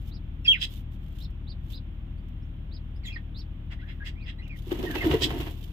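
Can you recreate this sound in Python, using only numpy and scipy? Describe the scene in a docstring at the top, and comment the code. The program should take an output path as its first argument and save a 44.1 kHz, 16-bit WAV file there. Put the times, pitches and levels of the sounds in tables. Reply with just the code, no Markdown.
"""Throughout, a fan throbs in a small room: orders of its turning rate over rumble and rushing air.
Early on a young bird peeps in thin two-voiced arches (paired sine sweeps), and feathers rustle (grainy noise).
A squab being fed squeals, then squeaks (gliding tones) and rasps (noise through throat resonances) in bouts.
Faint peeps that only rise come midway, ahead of the second bout. Near the end a flurry of the parent's
wing beats pushes air, scuffs the nest and rings the plastic bowl; brushes and clicks follow."""
import sys
import numpy as np
from scipy import signal
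from scipy.fft import rfft, irfft
from scipy.io import wavfile

SR = 44100
rng = np.random.default_rng(int(sys.argv[2]) if len(sys.argv) > 2 else 0)


def transcribe(u):
    """Save the signal u as a 16-bit wav file named by the first command-line argument.

    u: samples, shape (n,) or (channels, n), limited to [-1, 1]; the rate is SR.
    q: integer samples, one column per channel.
    """
    v = np.clip(np.atleast_2d(u).T, -1, 1)
    q = np.round(v * 32767).astype(np.int16)
    wavfile.write(sys.argv[1], SR, q)


N = 252252
TIME = np.arange(N) / SR

# wing beats: t/s, relative knock/dB, strongest bowl pitch f/Hz, scuff level/dB, air push level/dB
BEATS = [(4.67, -37.5, 348, -70, -63), (4.717, -24.5, 348, -38, -54), (4.792, -25, 255, -47.5, -43),
         (4.836, -24, 355, -41, -38), (4.895, -30.5, 306, -76, -38), (4.954, -27, 362, -32, -54),
         (5.044, -27, 345, -43.5, -30.5), (5.063, -23, 344, -47, -45), (5.113, -27, 356, -30.5, -23.5),
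         (5.138, -11, 443, -33, -31), (5.217, -25.5, 405, -42.5, -28), (5.251, -26, 312, -46.5, -49),
         (5.303, -24.5, 430, -38.5, -28.5), (5.337, -33.5, 284, -57, -39), (5.402, -30, 350, -41, -27.5),
         (5.47, -38, 308, -45.5, -38)]


def from_db(db):
    """Amplitude gain of a level in dB."""
    return 10 ** (np.asarray(db) / 20)


def rms_one(x):
    """Scale to unit RMS."""
    return x / np.sqrt(np.mean(x ** 2) + 1e-20)


def pan(db):
    """Left and right gains for a left-minus-right difference."""
    return from_db([[db / 2], [-db / 2]])


def level(t_s, db):
    """A dB curve as a gain, -150 dB outside its span."""
    return from_db(np.interp(TIME, t_s, db, left=-150, right=-150))


def at_hz(points):
    """A spectrum table interpolated over log frequency at every FFT bin."""
    hz, value = np.transpose(points)
    bins_hz = np.arange(N // 2 + 1) * SR / N
    return np.interp(np.log(bins_hz + 1), np.log(hz), value)


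def drift(rate_hz):
    """Smooth unit-RMS random curve with two knots per period of the rate."""
    knots = rng.standard_normal(N)
    return rms_one(np.interp(TIME * 2 * rate_hz, np.arange(N), knots))


def noise(spectrum):
    """Unit-RMS coloured stereo noise, alike in the bass and diffuse in the treble."""
    # left-right correlation: f/Hz, correlation/1
    likeness = [(30, 0.98), (120, 0.96), (250, 0.59), (500, 0.68), (1000, 0.029), (2500, -0.29),
                (6000, 0.13)]
    mid, side = rfft(rng.standard_normal((2, N)))
    alike = np.clip(at_hz(likeness), -1, 1)
    stereo = np.sqrt(1 + alike) * mid + np.sqrt(1 - alike) * side * [[1], [-1]]
    return rms_one(irfft(from_db(at_hz(spectrum)) * stereo, N))


def band(x, low_hz, high_hz, order=2):
    """Butterworth band-pass."""
    sos = signal.butter(order, [low_hz, min(high_hz, .45 * SR)], "band", fs=SR, output="sos")
    return signal.sosfilt(sos, x + 1e-18)


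def swell(peak_s, rise_s, fall_s):
    """Bell-shaped gain; rise and fall are its 1/e half-widths."""
    out = np.zeros(N)
    on = slice(*np.searchsorted(TIME, [peak_s - 5 * rise_s, peak_s + 5 * fall_s]))
    offset = TIME[on] - peak_s
    out[on] = np.exp(-(offset / np.where(offset < 0, rise_s, fall_s)) ** 2)
    return out


def room(x, wet_db, t60_s):
    """Direct sound plus dense, dying reflections off near walls."""
    t = TIME[:SR // 2]
    echoes = rng.standard_normal((2, len(t))) * from_db(-60 * t / t60_s) * (t > .002)
    echoes /= np.sqrt(np.sum(echoes ** 2, axis=1, keepdims=True))
    wet = from_db(wet_db)
    reflected = signal.fftconvolve(np.atleast_2d(x), echoes, axes=1)[:, :N]
    return (x + wet * reflected) / np.sqrt(1 + wet ** 2)


def delay(x, lag_s):
    """Shift a signal later by a fractional number of samples."""
    return np.interp(TIME - lag_s, TIME, x, left=0)


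def walls(x, lag_s):
    """A voice reaches the right ear first, then returns off the nearest walls."""
    # wall paths: left ear delay/s, right ear delay/s, level/dB
    wall_paths = [(.0031, 0.0033, -7.5), (.0074, .0066, -13.5), (0.0121, .0139, -18)]
    out = np.array([delay(x, lag_s), x])
    for left_s, right_s, db in wall_paths:
        out += from_db(db) * np.array([delay(x, left_s), delay(x, right_s)])
    return out


def ring(force, hz, t60_s):
    """Two-pole resonator: a unit click sets a decaying sine of initial height 1 ringing."""
    r, w = from_db(-60 / (t60_s * SR)), 2 * np.pi * hz / SR
    return signal.lfilter([0, np.sin(w)], [1, -2 * r * np.cos(w), r * r], force + 1e-18)


def fan():
    """Three unequal blades give a throb that repeats every turn, over rumble and rushing air."""
    # strong low orders: multiple of the turning rate/1, relative level/dB
    orders = [(3, 2.5), (4, -12.5), (6, -0.5), (8, -10), (9, -5.5), (12, -12.5), (15, -14)]
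    # low noise: f/Hz, density/dB
    rumble = [(20, -29), (40, -15.5), (55, 13), (70, 5), (100, -2.5), (160, -2), (220, -10), (290, -9.5),
              (350, -17.5), (420, -28), (700, -74)]
    # rushing air: f/Hz, density/dB
    air = [(200, -3), (500, 2.5), (1000, -1.5), (2000, -4.5), (3300, -2.5), (3800, -12), (4400, -24),
           (7000, -32), (11500, -38.5), (13000, -23.5), (15000, -28.5)]
    turns_hz, crest_s = 12.828, 2.036  # orders up to 12 crest together at crest_s
    high_db, slope_db_per_octave, blade_db = -22.5, -9, 6.5
    tone_db, rumble_db, air_db = -39, -42, -60.5
    levels_db = {}
    for k in range(13, 28):
        # multiples of the blade rate stand out
        levels_db[k] = high_db + slope_db_per_octave * np.log2(k / 13) + blade_db * (k % 3 == 0)
    levels_db.update(orders)
    turn, throb = 2 * np.pi * turns_hz * (TIME - crest_s), 0
    for k, db in levels_db.items():
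        scatter = rng.uniform(-np.pi, np.pi) * (k > 12)  # the room scrambles the high orders
        throb = throb + from_db(db) * np.cos(k * turn + scatter)
    low = from_db(tone_db) * throb + from_db(rumble_db) * noise(rumble)
    return pan(2.86) * low + pan(-3.5) * from_db(air_db) * noise(air)


def effort():
    """How hard the parent struggles during the wing flurry, as a gain."""
    # struggle: t/s, effort/dB
    struggle = [(4.62, -34), (4.72, -8), (4.9, -5.5), (5.06, 2.5), (5.18, -4.5), (5.42, -4), (5.55, -23.5),
                (5.72, -27.5)]
    return level(*np.transpose(struggle))


def strokes():
    """The short brush of each wing beat and the click of the claws, as a gain."""
    lag_s, rise_s, fall_s = 0.0038, 0.0096, 0.011
    claw_lag_s, claw_s, claw_db = 0.0017, 0.0028, -7  # claw level relative to the scuff
    out = np.zeros(N)
    for at_s, _, _, scuff_db, _ in BEATS:
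        brush = swell(at_s + lag_s, rise_s, fall_s)
        claws = from_db(claw_db) * swell(at_s + claw_lag_s, claw_s / 2, claw_s)
        out += from_db(scuff_db) * (brush + claws)
    return out


def feathers():
    """Barbs slide over each other in fine grains; beaks and grit click among them."""
    # brushes as the birds shift: peak t/s, 1/e half-length/s, relative level/dB
    rustle = [(.02, 0.076, -70.5), (0.086, 0.014, -58), (0.51, 0.08, -68.5), (0.725, 0.034, -59.5),
              (0.777, 0.036, -61), (0.939, .022, -67), (1.09, 0.077, -69.5), (1.206, 0.039, -60.5),
              (1.655, 0.035, -74.5), (1.722, 0.033, -59), (3.076, 0.024, -63), (3.395, .025, -71),
              (3.92, 0.077, -77), (4.584, 0.03, -62), (5.64, .08, -74)]
    # beak and grit clicks: nominal t/s, relative level/dB
    ticks = [(.0752, -52), (.7204, -45), (.917, -58), (1.304, -51), (1.702, -42), (1.725, -45),
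             (2.2842, -49), (3.0574, -47), (4.0504, -50), (4.4777, -42), (4.569, -50), (5.5099, -39),
             (5.6106, -44), (5.64, -36)]
    # feather noise: f/Hz, density/dB
    spectrum = [(800, -17), (2000, -4), (3200, 13.5), (4300, 0.5), (8000, -4.5), (9100, -10.5), (10300, -3),
                (11400, -8.5), (12800, 3.5), (15000, -0.5)]
    hiss_db, effort_share = -47.5, 0.51  # hiss at 0 dB effort; share of the effort's dB swing it follows
    beat_hiss_db, grain_db = -16.5, 3.5  # beat hiss relative to its scuff; spread of the grains
    wings = from_db(hiss_db) * effort() ** effort_share + from_db(beat_hiss_db) * strokes()
    brushes = sum(from_db(db) * swell(at_s, width_s, width_s) for at_s, width_s, db in rustle)
    grains = rms_one(from_db(grain_db * drift(200)))
    rubbing = (from_db(3.5) * brushes + wings) * grains
    clicks = sum(from_db(db - 14) * swell(at_s + 0.00088, 0.0014, 0.0068) for at_s, db in ticks)
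    return pan(-7.5) * room(noise(spectrum) * (rubbing + clicks), wet_db=-5, t60_s=0.03)


def air_pushes():
    """Each wing beat swings the air slowly and adds a low puff of noise."""
    # puff: f/Hz, density/dB
    puff_spectrum = [(20, -19), (60, -6), (140, 11), (200, -9.5), (400, -16), (1500, -74)]
    swing_hz, puff_db = 65.2, -5
    out, puff = np.zeros((2, N)), from_db(puff_db) * noise(puff_spectrum)
    for at_s, *_, push_db in BEATS:
        swing = np.sin(2 * np.pi * swing_hz * (TIME - at_s))
        out += from_db(push_db) * swell(at_s + 0.0043, 0.013, 0.029) * (swing + puff)
    return out


def nest_bowl(vigour):
    """Wing knocks ring the bowl's modes, which also drone under the scraping."""
    # bowl modes: f/Hz, relative level/dB, t60/s
    modes = [(259.5, -8.5, 0.13), (312, -2.5, 0.091), (347.6, -1.5, 0.069), (370.7, -9.5, 0.099),
             (440, -7, 0.075), (576, 0, 0.031), (696, -12, 0.067), (925, -20, 0.065)]
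    scrape_db, scrape_swing_db = -59.5, 2.6  # scraping at 0 dB effort; its random spread
    spread_db, focus_db_per_octave = 3.5, 26  # random spread per ear and mode; loss away from the pitch
    scraping, out = from_db(scrape_db + scrape_swing_db * drift(14)) * vigour, 0
    for hz, db, t60_s in modes:
        force = scraping * (rng.standard_normal(N) + .5 * rng.standard_normal((2, N)))
        for at_s, knock_db, pitch_hz, *_ in BEATS:
            # where the wing lands decides which modes ring most
            off_pitch_db = focus_db_per_octave * abs(np.log2(hz / pitch_hz))
            force[:, round(at_s * SR)] += from_db(knock_db + 4 + rng.normal(0, spread_db, 2) - off_pitch_db)
        # a feathered blow is soft: the ringing builds over a few milliseconds
        out = out + from_db(db) * (ring(force, hz, t60_s) - ring(force, hz, 0.026))
    return out


def flurry():
    """Each wing beat pushes air, scuffs the nest and knocks the bowl."""
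    # nest scuffing: f/Hz, density/dB
    spectrum = [(290, -30), (500, -3), (614, -5.5), (685, -4), (792, -6), (996, -3), (1190, -11),
                (1600, -10.5), (1980, -7), (2350, -12), (2890, -5.5), (4300, -20), (9000, -39),
                (11700, -65), (19800, -120)]
    scuff_db, grain_db = -42, 3  # scuffing at 0 dB effort; spread of the grains
    vigour = effort()
    scuff = from_db(scuff_db) * vigour + strokes()
    scuffing = noise(spectrum) * scuff * rms_one(from_db(grain_db * drift(160)))
    nest = from_db(1) * pan(-2.7) * room(scuffing, wet_db=-5, t60_s=0.21)
    return nest + from_db(5.5) * nest_bowl(vigour) + air_pushes()


def whistles(notes, jitter, flutter_db, second_db, third_db, hoarse_db):
    """Nearly pure membrane tones that wobble more when slack, with ragged overtones and a hoarse fringe."""
    out, wobble, flutter = np.zeros(N), drift(330), from_db(flutter_db * drift(120))
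    ragged, fringe = drift(770), drift(900)
    for note in notes:
        t_s, hz, db = np.transpose(note)
        on = (TIME > t_s[0]) & (TIME < t_s[-1])
        pitch_hz = np.interp(TIME[on], t_s, hz)
        slack = np.clip((3300 / pitch_hz) ** 3, 1, 2.6)
        phase = 2 * np.pi * np.cumsum(pitch_hz * (1 + jitter * slack * wobble[on])) / SR
        overtones = from_db(second_db) * np.sin(2 * phase) + from_db(third_db) * np.sin(3 * phase)
        hoarse = from_db(hoarse_db) * fringe[on] * np.cos(phase)
        tone = np.sin(phase) + ragged[on] * overtones + hoarse
        edges = signal.windows.tukey(len(pitch_hz), .12)
        out[on] += np.sqrt(2) * tone * level(t_s, db)[on] * flutter[on] * edges
    return out


def glide(start_s, length_s, start_hz, middle_hz, end_hz, peak_db, peak_at):
    """One note as (s, Hz, dB) points: the pitch bends along a parabola, the level swells and fades."""
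    edge_db = 10.5  # start and end lie this far under the peak
    u = np.linspace(0, 1, 20)
    hz = np.polyval(np.polyfit([0, .5, 1], [start_hz, middle_hz, end_hz], 2), u)
    fade = np.interp(u, [0, np.clip(peak_at, 0, 1), 1], [1, 0, 1])
    return np.transpose([start_s + length_s * u, hz, peak_db - edge_db * fade])


def thin_peeps():
    """Faint whistled notes that only rise, all at the same rate."""
    # thin peeps: start t/s, length/s, start f/Hz, relative peak level/dB
    rising = [(2.168, .03, 4020, -70), (2.4, 0.071, 4340, -83.5), (2.951, 0.025, 4530, -66)]
    rise_octaves_per_s = 11
    notes = []
    for start_s, length_s, hz, db in rising:
        pitches_hz = hz * 2 ** (rise_octaves_per_s * length_s * np.array([0, .5, 1]))
        notes.append(glide(start_s, length_s, *pitches_hz, db, .5))
    return whistles(notes, jitter=.006, flutter_db=3, second_db=-13.5, third_db=-30, hoarse_db=-28)


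def peeps():
    """Both sides of the syrinx sweep up and down together, each to its own top pitch."""
    # arches: apex t/s, rise/s, upper top f/Hz, lower top f/Hz, relative level/dB, lower re upper voice/dB
    arches = [(0.155, .051, 5320, 4940, -61.5, 7.5), (1.239, 0.038, 5400, 4370, -56.5, 7.5),
              (1.506, .042, 5050, 4606, -55, 6.5), (1.764, 0.041, 5020, 4134, -50, 2.5),
              (2.754, 0.048, 5270, 5000, -58.5, 6.5), (3.146, 0.031, 5130, 4960, -52, -16),
              (3.4, 0.062, 5420, 4630, -53, 5), (4.258, 0.064, 5330, 4850, -64.5, -1.5)]
    start_hz, split, fall_s = 3300, 1.07, 0.022  # lower voice's end pitch; upper voice's ratio to it
    jitter, flutter_db, overtone_db = .007, 1.2, -38
    out, wobbles = thin_peeps(), [drift(300), drift(280)]
    for apex_s, rise_s, upper_hz, lower_hz, db, lower_db in arches:
        on = (TIME > apex_s - rise_s) & (TIME < apex_s + fall_s)
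        offset = TIME[on] - apex_s
        arch = np.cos(offset / np.where(offset < 0, rise_s, fall_s) * np.pi / 2)
        voices = [(start_hz * split, upper_hz, db), (start_hz, lower_hz, db + lower_db)]
        for (low_hz, top_hz, voice_db), wobble in zip(voices, wobbles):
            pitch_hz = (low_hz + (top_hz - low_hz) * arch ** 1.4) * (1 + jitter * wobble[on])
            phase = 2 * np.pi * np.cumsum(pitch_hz) / SR
            tone = np.sin(phase) + from_db(overtone_db) * (np.sin(2 * phase) + np.sin(3 * phase))
            out[on] += from_db(voice_db) * np.minimum(1, 2 * arch) * tone
    return pan(-4.5) * room(out * from_db(flutter_db * drift(110)), wet_db=1.5, t60_s=0.08)


def rasps():
    """Rough spurts of air excite the squab's throat; the beak opening favours resonances near one pitch."""
    # spurts: peak t/s, nominal half-length/s, relative level/dB, centre f/Hz, relative treble/dB
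    spurts = [(0.467, 0.014, -42.5, 2780, -5), (0.561, 0.047, -48.5, 2890, -14),
              (0.632, 0.021, -31, 3560, 1.5), (3.077, 0.031, -55, 2975, 3), (3.177, .015, -55, 2080, -22),
              (3.726, 0.017, -46.5, 1500, -5.5), (3.82, .021, -60, 2660, -21),
              (3.905, 0.026, -49.5, 1900, -31), (4.075, 0.021, -42, 2340, 1.5),
              (4.291, 0.024, -44, 2440, -10), (5.237, 0.021, -27.5, 3400, 7)]
    # throat and open beak resonances: f/Hz, width/Hz, relative level/dB
    throat_modes = [(800, 370, 0), (1396, 130, -9), (1976, 390, 3.5), (2730, 300, 4), (3240, 340, 7),
                    (3845, 210, 0.5), (5010, 64, -3), (5600, 850, -24)]
    # treble hiss: f/Hz, density/dB
    treble_spectrum = [(1200, -42), (3000, -0.5), (5000, 3), (6500, -6.5), (8200, -5.5), (9100, -20),
                       (10400, -14.5), (11500, -22), (13000, -12.5), (15500, -20)]
    grain_db, treble_db, focus_db_per_octave = 1, -13, 14
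    skew = 0.93  # the rise is shorter than the half-length, the fall longer, by this factor
    out, white, hiss = np.zeros((2, N)), rng.standard_normal((2, N)), noise(treble_spectrum)
    modes = []
    for hz, width_hz, db in throat_modes:
        modes.append((hz, from_db(db) * rms_one(band(white, hz - width_hz / 2, hz + width_hz / 2))))
    for peak_s, half_s, db, centre_hz, bright_db in spurts:
        on = np.abs(TIME - peak_s) < .15
        throat = 0
        for hz, mode in modes:
            off_centre_db = focus_db_per_octave * abs(np.log2(hz / centre_hz))
            throat = throat + mode[:, on] * from_db(-off_centre_db)
        spurt = rms_one(throat) + from_db(treble_db + bright_db) * hiss[:, on]
        out[:, on] += spurt * from_db(db) * swell(peak_s, half_s * skew, half_s / skew)[on]
    grains = from_db(grain_db * drift(200))
    return from_db(2.5) * pan(-4) * room(out * grains, wet_db=-11, t60_s=0.16)


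def squeaks():
    """The squab's sliding begging notes: one loud falling squeal and softer bent glides."""
    # loud squeal: t/s, f/Hz, relative level/dB
    squeal = [(.472, 3120, -31), (.482, 3282, -15.5), (.497, 3270, -18.5), (.51, 3240, -16),
              (.524, 2940, -21.5), (.54, 2464, -27.5), (.558, 1983, -35.5), (.57, 1690, -56.5),
              (.582, 1290, -43.5)]
    # soft glides: start t/s, length/s, start f/Hz, middle f/Hz, end f/Hz, relative peak level/dB, peak place/1
    glides = [(.448, 0.026, 2720, 2642, 2310, -31, 0.52), (.445, 0.036, 5500, 4900, 3900, -41, 0.66),
              (3.033, 0.027, 2400, 2050, 1930, -45.5, 0.74), (3.035, 0.068, 4640, 3455, 3280, -44.5, 0.8),
              (3.075, 0.023, 2670, 2165, 1970, -43.5, 0.66), (3.051, .034, 7550, 6900, 6750, -56, 0.54),
              (3.101, .06, 2710, 2493, 2130, -43.5, 0.07), (3.153, 0.0288, 2180, 1885, 1630, -43, 0.33),
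              (3.789, .035, 2000, 2020, 1950, -52, .45), (3.81, 0.076, 1290, 1730, 1740, -54.5, 0.2),
              (3.998, 0.053, 1707, 1695, 2310, -45.5, 0.46), (4.153, 0.11, 1924, 2540, 1820, -52, 0.43),
              (4.386, 0.032, 1940, 2025, 1940, -50, 0.82), (4.418, .06, 2355, 2895, 1830, -50.5, 0.1),
              (4.382, .028, 4080, 4030, 4330, -61, 0.3), (4.487, 0.08, 2730, 2256, 1850, -49.5, 0.27),
              (4.859, 0.035, 1794, 1856, 1680, -39, 0.6), (4.904, 0.049, 1742, 1693, 1580, -39.5, 0.1),
              (4.951, 0.0665, 2390, 2650, 2510, -38.5, 0.55), (5.004, 0.046, 2157, 1924, 1710, -34.5, 0.23)]
    jitter = .01  # relative pitch wobble of a taut membrane
    loud = whistles([squeal], jitter, flutter_db=0.5, second_db=-36.5, third_db=-58, hoarse_db=-29.5)
    notes = [glide(*row) for row in glides]
    soft = whistles(notes, jitter, flutter_db=3, second_db=-26, third_db=-45.5, hoarse_db=-17)
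    voice = walls(loud + soft, lag_s=0.00012)
    return from_db(1) * pan(-4.5) * room(voice, wet_db=-4, t60_s=0.096)


def scene():
    """Sum of all sources, background first."""
    return fan() + feathers() + flurry() + peeps() + rasps() + squeaks()


def record(dry):
    """A steep elliptic low-pass cuts the top."""
    cutoff_hz = 15400
    return signal.sosfilt(signal.ellip(10, .2, 80, cutoff_hz, fs=SR, output="sos"), dry)


dry = scene()
out = record(dry)
transcribe(out)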